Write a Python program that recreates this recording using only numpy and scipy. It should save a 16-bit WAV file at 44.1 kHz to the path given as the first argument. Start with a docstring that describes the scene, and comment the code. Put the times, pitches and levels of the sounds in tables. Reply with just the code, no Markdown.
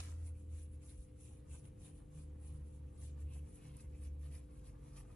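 """In a quiet room, fingers rub and scratch the woolly fur under a small dog's chin, close to a phone.
Each stroke swells a dense stream of tiny hair-slip clicks over a duller brush of skin; narrower pad drags,
freed tufts, fingertip taps and one nail tick stand out. A short, hard click opens; soft low thumps join in.
Sine tones make the appliance hum, an engine outside that changes speed and a wavering far motor;
filtered noise makes the room's low rumble and the faint hiss."""
import sys
import numpy as np
from scipy import signal
from scipy.fft import rfft, irfft
from scipy.io import wavfile
from scipy.ndimage import map_coordinates

SR = 44100
rng = np.random.default_rng(int(sys.argv[2]) if len(sys.argv) > 2 else 0)


def inscribe(sig):
    """Save sig as 16-bit PCM at rate SR to the path in sys.argv[1].

    A 1-D sig is mono; a 2-D sig holds one channel per row.
    Samples are clipped to [-1, 1] before scaling.
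    """
    pcm = np.round(np.clip(np.atleast_2d(sig).T, -1, 1) * 32767)
    wavfile.write(sys.argv[1], SR, pcm.astype(np.int16))


N = 227183
TIME = np.arange(N) / SR
FREQ = np.maximum(np.arange(N // 2 + 1) * SR / N, 1)  # Hz; the floor of 1 avoids log(0)
HALVES = np.array([[.5], [-.5]])  # shares a left-right difference between the channels

# stereo width of the rustle and clicks: freq_hz [Hz], side_minus_mid_db [dB]
FUR_WIDTH = [(500, -1.5), (1050, 5), (1800, -27.5), (2400, -3.5), (3600, 1.5), (5000, 0), (8500, 2.5),
             (9600, -14), (10400, -1), (11200, -2)]


def undb(db):
    """Decibels to gain."""
    return 10 ** (np.asarray(db) / 20)


def unit(x):
    """Scale to an rms of one."""
    return x / np.sqrt(np.mean(x ** 2))


def curves(table):
    """Draw each column of a (time_s, ..) table as a line, sample by sample."""
    time_s, *columns = np.transpose(table)
    return [np.interp(TIME, time_s, column) for column in columns]


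def colour(x, points):
    """Equalise by (freq_hz, level_db) points joined along log frequency."""
    hz, db = np.transpose(points)
    gain = undb(np.interp(np.log(FREQ), np.log(hz), db))
    return irfft(rfft(x) * gain, N)


def resonate(x, hz, width_hz):
    """One resonance, gain 1 at its centre."""
    detuning = (FREQ ** 2 - hz ** 2) / (FREQ * width_hz)
    return irfft(rfft(x) / (1 + 1j * detuning), N)


def noise():
    """White noise."""
    return rng.standard_normal(N)


def walk(rate):
    """Smooth random drift that changes about rate times a second; rms 1."""
    lowpass = np.exp(-(FREQ / rate) ** 2)
    return unit(irfft(rfft(noise()) * lowpass, N))


def stereo(mid, side, width):
    """Left and right from two unrelated sounds and a (freq_hz, side_minus_mid_db) width."""
    return mid + colour(side, width) * np.array([[1], [-1]])


def slips(per_s, spread_db):
    """Tiny clicks at random moments, with random signs and sizes; rms 1."""
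    size = undb(spread_db * np.minimum(rng.exponential(size=N), 4))
    happens = rng.random(N) < per_s / SR
    return unit(happens * noise() * size)


def rub(hz, width_hz, per_s):
    """Slips pass one resonance twice, which narrows it; two unrelated versions, each rms 1."""
    versions = []
    for _ in range(2):
        clicks = slips(per_s=per_s, spread_db=0.5)
        once = resonate(clicks, hz, width_hz)
        versions.append(unit(resonate(once, hz, width_hz)))
    return np.array(versions)


def swell(middle, length):
    """A level rises, holds briefly and falls again; length runs between the 1/e points."""
    shape = 2.08  # 2 is a bell; more gives a flatter top and steeper flanks
    return np.exp(-abs(2 * (TIME - middle) / length) ** shape)


def bursts(table):
    """Level of sudden releases that die away, from (start_s, peak_db, decay_s) rows."""
    power = np.zeros(N)
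    for start, db, decay in table:
        age = np.maximum(TIME - start, 0)
        rise = 1 - np.exp(-age / .0004)  # softens the onset
        power += (undb(db) * rise * np.exp(-age / decay)) ** 2
    return np.sqrt(power)


def strokes():
    """Levels of hair and skin: every stroke adds its swell to the resting contact."""
    # strokes of the hand: middle_s [s], length_s [s], hair_db [dB], skin_db [dB]
    hand_strokes = [(0.0, 0.026, -62, -58.5), (0.024, 0.063, -66.5, -75), (0.1, 0.085, -72, -73),
                    (0.21, 0.12, -78, -78.5), (0.273, 0.079, -70, -79.5), (0.394, 0.1, -78, -85.5),
                    (0.536, 0.1, -77.5, -86), (0.593, 0.15, -71.5, -80), (0.737, 0.057, -79.5, -85),
                    (0.832, 0.04, -79, -78.5), (0.895, 0.13, -68.5, -82.5), (1.006, 0.12, -72.5, -99),
                    (1.24, 0.13, -71, -99), (1.298, 0.23, -75, -97), (1.545, 0.12, -67.5, -76),
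                    (1.661, 0.084, -76, -80), (1.857, 0.12, -68, -80), (1.98, 0.086, -78, -83.5),
                    (2.188, 0.13, -71.5, -81), (2.465, .11, -73, -81), (2.546, 0.14, -77.5, -87),
                    (2.665, 0.08, -82, -88), (2.75, 0.12, -78.5, -105), (2.88, 0.078, -86, -92),
                    (3.04, 0.14, -69, -78), (3.208, 0.068, -75, -81), (3.357, 0.1, -71.5, -89),
                    (3.494, 0.093, -77, -82), (3.56, 0.083, -73, -99), (3.652, 0.13, -75, -74.5),
                    (3.796, 0.13, -73, -78), (3.988, 0.17, -79, -81), (4.049, 0.075, -70, -75.5),
                    (4.251, 0.091, -74, -76), (4.359, 0.11, -71, -76), (4.568, 0.14, -78, -85.5),
                    (4.678, 0.076, -74, -77), (4.881, 0.12, -76, -81.5), (4.98, 0.092, -71, -72.5),
                    (5.12, 0.099, -79, -85)]
    # the hand never quite stops or leaves the coat
    hair_rest_db, skin_rest_db = -88, -87
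    hair_power, skin_power = undb(hair_rest_db) ** 2, undb(skin_rest_db) ** 2
    for middle, length, hair_db, skin_db in hand_strokes:
        motion = swell(middle, length)
        hair_power = hair_power + (undb(hair_db) * motion) ** 2
        skin_power = skin_power + (undb(skin_db) * motion) ** 2
    return np.sqrt(hair_power), np.sqrt(skin_power)


def palm():
    """A soft low brush, probably the palm: its heel shifts in small uneven steps against the coat."""
    # level before a random flutter: time_s [s], level_db [dB]
    palm_level = [(0, -99), (1.2, -98), (1.55, -88.5), (2.3, -85), (3.05, -85), (3.7, -86.5), (4.15, -91),
                  (4.6, -82), (5.15, -82)]
    db, = curves(palm_level)
    brush = rub(hz=880, width_hz=840, per_s=1200)
    return brush * undb(db + 3.3 * walk(21))


def patchy(pair, depth_db, rate):
    """Each third of an octave swells and fades on its own as different curls pass under the fingers."""
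    spectrum, out = rfft(pair), 0
    band = np.clip(3 * np.log2(FREQ / 600), 0, 13)  # the end bands take all below and above
    for k in range(14):
        share = np.maximum(1 - abs(band - k), 0)  # neighbouring bands cross-fade
        out = out + irfft(spectrum * share, N) * undb(depth_db * walk(rate))
    return out


def drags():
    """Finger pads stick and slip on the coat: a narrower, throatier rub."""
    # drags: middle_s [s], length_s [s], level_db [dB], pitch_hz [Hz], width_hz of each filter pass [Hz]
    pad_drags = [(0.0, 0.25, -66.5, 6200, 6000), (0.042, 0.087, -67, 2080, 1900),
                 (0.055, 0.26, -73.5, 1170, 1210), (0.844, 0.014, -79, 830, 596),
                 (0.916, 0.056, -81, 2080, 900), (1.262, 0.12, -81, 2630, 1100),
                 (1.315, 0.047, -79, 775, 300), (1.551, 0.03, -73, 820, 600), (1.553, 0.03, -76, 2547, 800),
                 (1.807, 0.014, -77.5, 800, 500), (1.874, 0.065, -77.5, 2400, 1500),
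                 (2.186, 0.071, -89, 4519, 4000), (2.481, 0.1, -86.5, 3997, 4000),
                 (3.058, 0.087, -80, 3750, 2540), (3.32, 0.017, -77, 950, 600),
                 (3.339, 0.14, -77.5, 2640, 900), (3.364, 0.026, -73, 750, 600),
                 (3.67, 0.24, -78, 2400, 2000), (4.037, 0.079, -84, 1790, 2020),
                 (4.27, 0.068, -82, 2297, 2199), (4.349, 0.075, -74, 2072, 1420),
                 (4.35, 0.081, -78.5, 5200, 3000), (4.668, 0.059, -79.5, 4530, 5460),
                 (4.98, 0.095, -79, 5664, 2820), (4.976, 0.75, -80.5, 1060, 1101)]
    out = np.zeros((2, N))
    for middle, length, db, hz, width in pad_drags:
        out += rub(hz, width, per_s=2300) * undb(db) * swell(middle, length)
    return out


def mirrored(pair):
    """Near surfaces add short echoes; their comb of peaks and notches shifts as the hand moves."""
    # the floor and the forearm as mirrors: mean lag_s [s], gain_db relative to the direct sound [dB]
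    mirrors = [(.0017, -11), (.0034, -8.5)]
    sway, sway_rate = .08, 3  # rms share of the lag, changes per second
    out, power = pair, 1
    for lag, db in mirrors:
        late = (TIME - lag * (1 + sway * walk(sway_rate))) * SR
        out = out + undb(db) * np.array([map_coordinates(x, [late]) for x in pair])
        power += undb(db) ** 2
    return out / np.sqrt(power)


def from_muzzle(pair):
    """Colour, width and phase between the ports for a sound beside the muzzle, mostly left port first."""
    # path to the ports: freq_hz [Hz], gain_db [dB], side_minus_mid_db [dB], left_lead_rad [rad]
    muzzle_path = [(500, -1, 2, -1), (1130, -1, 2, 0.5), (1620, -0.5, -24, -1), (2600, 1, -12, 0.9),
                   (4000, 2.5, -4.5, 1.6), (5000, 3, -3, 2), (7100, 0.5, -1.5, 2), (8700, 5, -3.5, 3.5),
                   (9100, 6, -12, 3.15), (9850, 4.5, -10, 3.5), (10400, 2.5, -2, 4.5),
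                   (11200, 5.5, -5, 5.5), (11500, 1.5, 5, 11.5)]
    hz, db, side_db, lead = np.transpose(muzzle_path)
    ports = stereo(*pair, np.transpose([hz, side_db]))
    gain = undb(np.interp(FREQ, hz, db))
    turn = np.interp(FREQ, hz, lead) * HALVES
    return irfft(rfft(ports) * gain * np.exp(1j * turn), N)


def fur():
    """Hairs slip past the fingers, thicker in fast strokes; skin brushes over the coat beneath."""
    # colour of slipping hairs: freq_hz [Hz], relative level_db [dB per Hz]
    hair_colour = [(500, -45.5), (1500, -20), (2700, -15.5), (3700, -12.5), (4800, -17.5), (6500, -9),
                   (8300, -6), (9200, -6), (9750, 4.5), (10400, 2.5), (10900, -5), (11800, -22.5)]
    # colour of skin on the coat: freq_hz [Hz], relative level_db [dB per Hz]
    skin_colour = [(300, -11.5), (700, 7.5), (1100, 2.5), (1800, 0.5), (2550, 5), (3400, -4.5),
                   (4800, -7.5), (7000, -4), (12000, -17.5)]
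    # tufts that catch on a finger and flick free: start_s [s], peak_db [dB], decay_s [s]
    snags = [(0.263, -73, 0.015), (0.624, -69, 0.0087), (0.893, -70, 0.017), (1.545, -74, 0.013),
             (1.655, -80, 0.0079), (2.473, -69, 0.0067), (3.334, -67, 0.019), (3.804, -64, 0.013),
             (4.963, -66.5, 0.028)]
    # fingertips touch down: start_s [s], peak_db [dB], decay_s [s]
    taps = [(1.653, -66.5, 0.0035), (3.466, -76, .003), (3.768, -72, 0.0015)]
    turn_s, turn_length_s = 3.1, 0.15  # the fingers move from under the cheek to beside the muzzle

    hair_level, skin_level = strokes()
    speed = np.sqrt(hair_level / hair_level.max())
    hair_rate, skin_rate = 3500 + 11000 * speed, 1200 + 4000 * speed  # slips per second
    hair = np.array([unit(colour(slips(hair_rate, spread_db=-1.0), hair_colour)) for _ in range(2)])
    skin = np.array([unit(colour(slips(skin_rate, spread_db=0.0), skin_colour)) for _ in range(2)])
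    hair = hair * np.hypot(hair_level, bursts(snags))  # a freed tuft lets many hairs go at once
    skin = skin * np.hypot(skin_level, bursts(taps))

    # the coat is curly, so the drag is uneven
    contact = patchy(hair + skin + palm(), depth_db=2.5, rate=20.3)
    rustle = mirrored(contact + drags())
    place = np.clip((TIME - turn_s) / turn_length_s, 0, 1)  # 0 under the cheek, 1 beside the muzzle
    cheek = stereo(*(rustle * np.sqrt(1 - place)), FUR_WIDTH)
    return cheek + from_muzzle(rustle * np.sqrt(place))


def opening_click():
    """A short, hard click at the very start: a burst of dense noise through several resonances."""
    # the click's one burst: start_s [s], peak_db [dB], decay_s [s]
    click_burst = (0.0024, -45, 0.0036)
    # resonances of the click: pitch_hz [Hz], width_hz of each filter pass [Hz], relative level_db [dB]
    modes = [(2550, 310, 0), (4000, 900, -0.5), (5500, 200, -7), (6840, 670, -2), (8530, 490, -8)]
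    ringing = sum(undb(db) * rub(hz, width, per_s=26000) for hz, width, db in modes)
    return stereo(*unit(ringing), FUR_WIDTH) * bursts([click_burst])


def engine():
    """An engine outside: walls pass only the lowest firing tone, a sine that follows its speed."""
    # speed of the engine: time_s [s], firing_rate_hz [Hz]
    speed = [(0, 83.4), (.25, 80.5), (.76, 76.94), (1.0, 70), (1.3, 73.84), (2.1, 74.76), (2.7, 73.06),
             (3.3, 73.3), (4.0, 72.28), (4.35, 72.5), (4.52, 58.6), (4.7, 48.62), (5.15, 48)]
    # level of the boom before a random flutter: time_s [s], level_db [dB]
    boom_level = [(0, -49), (.25, -43.5), (.46, -52), (.54, -44.5), (.68, -54), (.76, -50), (.85, -60.5),
                  (1.0, -66.5), (1.18, -70), (1.45, -64), (1.52, -48.5), (1.78, -70), (2.12, -60.5),
                  (2.17, -52.5), (2.62, -49.5), (2.74, -56), (2.86, -47.5), (2.94, -54.5), (3.03, -46.5),
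                  (3.14, -48.5), (3.26, -41), (3.33, -49.5), (3.42, -43.5), (3.51, -61), (3.83, -67),
                  (3.86, -46.5), (3.96, -54.5), (4.06, -45.5), (4.35, -49.5), (4.47, -56.5), (5.15, -59.5)]
    hz, = curves(speed)
    boom_db, = curves(boom_level)
    wobble = .12 * walk(12)  # rad
    phase = 2 * np.pi * np.cumsum(hz) / SR + wobble
    return unit(np.sin(phase)) * undb(boom_db + .6 * walk(13))


def drone():
    """A far motor: a weak fundamental under a wavering second harmonic that swells and drops out."""
    # pitch of the second harmonic before its waver: time_s [s], pitch_hz [Hz]
    pitch = [(0, 137.7), (.9, 142.4), (1.5, 147.6), (2.2, 150.1), (2.7, 149), (3.3, 146.8), (3.9, 144.1),
             (5.15, 141.9)]
    # level of the second harmonic before its flutter: time_s [s], level_db [dB]
    level = [(0, -69), (.4, -71.5), (.86, -64.5), (1.0, -78), (1.55, -65), (1.78, -70), (1.9, -62),
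             (2.03, -70.5), (2.18, -56), (2.34, -69), (2.55, -58), (2.68, -66.5), (2.81, -58.5),
             (2.98, -72), (3.1, -62), (3.43, -59), (3.54, -86), (3.65, -59), (4.05, -67.5), (4.3, -58.5),
             (4.44, -69), (4.72, -66.5), (4.92, -60), (5.15, -67)]
    waver_hz, flutter_db, fundamental_db = 2.2, 2, -65
    hz, = curves(pitch)
    db, = curves(level)
    phase = 2 * np.pi * np.cumsum(hz + waver_hz * walk(5.5)) / SR
    harmonic = unit(np.sin(phase)) * undb(db + flutter_db * walk(14))
    fundamental = unit(np.sin(phase / 2)) * undb(fundamental_db)
    return harmonic + fundamental


def appliance():
    """Steady motor tones; standing waves give each its own place between the ears."""
    # hum tones: pitch_hz [Hz], level_db [dB rms], left_minus_right_db [dB], left_lead_rad [rad]
    hum = [(119.9, -68.5, 2, 0.13), (296.7, -70, 7.5, 0.13), (452.6, -83, -2, 0.14),
           (481.5, -86.5, -6, 0.9), (507.3, -74.5, 5, 0.77), (1186, -99, -4, 1.4)]
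    out = np.zeros((2, N))
    for hz, db, pan_db, lead in hum:
        phase = 2 * np.pi * (hz * TIME + rng.random()) + 0.16 * walk(9.1)
        level = undb(db + HALVES * pan_db + 0.45 * walk(5.1))
        out += np.sqrt(2) * level * np.sin(phase + HALVES * lead)  # sqrt(2) turns rms into peak
    return out


def room():
    """Low rumble of the house, its depths nearly alike in both ears, under a faint microphone hiss."""
    # colour of the room air: freq_hz [Hz], relative level_db [dB per Hz]
    air_colour = [(15, -32), (28, -15), (42, -0.5), (56, 2), (80, -3), (110, -4), (170, -11.5),
                  (240, -15.5), (330, -20), (470, -24), (620, -36), (1200, -44), (3000, -47.5), (5200, -56)]
    # stereo width of the room air: freq_hz [Hz], side_minus_mid_db [dB]
    air_width = [(60, -29), (125, -18.5), (250, -7), (500, 1), (1000, 6), (4000, -19.5)]
    # level of the low rumble: time_s [s], level_db [dB]
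    air_level = [(0, -58), (.9, -59), (1.15, -58.5), (1.6, -56.5), (2.2, -57), (3.3, -56), (3.6, -56),
                 (4.4, -57.5), (5.15, -56.5)]
    # colour of the microphone hiss: freq_hz [Hz], relative level_db [dB per Hz]
    hiss_colour = [(2000, -12), (5000, -23), (8500, -2.5), (10200, -8.5), (11800, -2.5)]
    hiss_db = -89
    air = stereo(*[unit(colour(noise(), air_colour)) for _ in range(2)], air_width)
    hiss = np.array([unit(colour(noise(), hiss_colour)) for _ in range(2)])
    air_db, = curves(air_level)
    return undb(air_db) * air + undb(hiss_db) * hiss


def bumps():
    """Soft low thumps of a few slow cycles, probably the hand bumping."""
    # thumps: middle_s [s], length_s [s], level_db [dB], pitch_hz [Hz]
    low_bumps = [(0.931, 0.035, -52, 67.6), (0.997, 0.025, -49, 58), (1.332, 0.02, -48.5, 66),
                 (1.397, 0.028, -55, 68.5), (1.687, 0.02, -54, 71.7), (1.929, 0.04, -52, 73.6)]
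    out = np.zeros(N)
    for middle, length, db, hz in low_bumps:
        cycles = np.cos(2 * np.pi * hz * (TIME - middle))
        out += np.sqrt(2) * undb(db) * swell(middle, length) * cycles
    return out


def nail():
    """The edge of a nail snaps past a hair once: a thin, bright tick."""
    start_s, peak_db, decay_s = 3.7675, -56, .003
    tick = stereo(*rub(hz=10000, width_hz=4600, per_s=25000), FUR_WIDTH)
    return tick * bursts([(start_s, peak_db, decay_s)])


def scene():
    """The rubbing, clicks and thumps in front; the engine, drone, hum and room behind."""
    front = fur() + opening_click() + nail() + bumps()
    return front + engine() + drone() + appliance() + room()


def record(dry):
    """The phone cuts the top: a steep low-pass."""
    top_hz = 12000
    lowpass = signal.ellip(10, .2, 60, top_hz, fs=SR, output="sos")  # .2 dB ripple, 60 dB stop
    return signal.sosfilt(lowpass, dry)


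dry = scene()
out = record(dry)
inscribe(out)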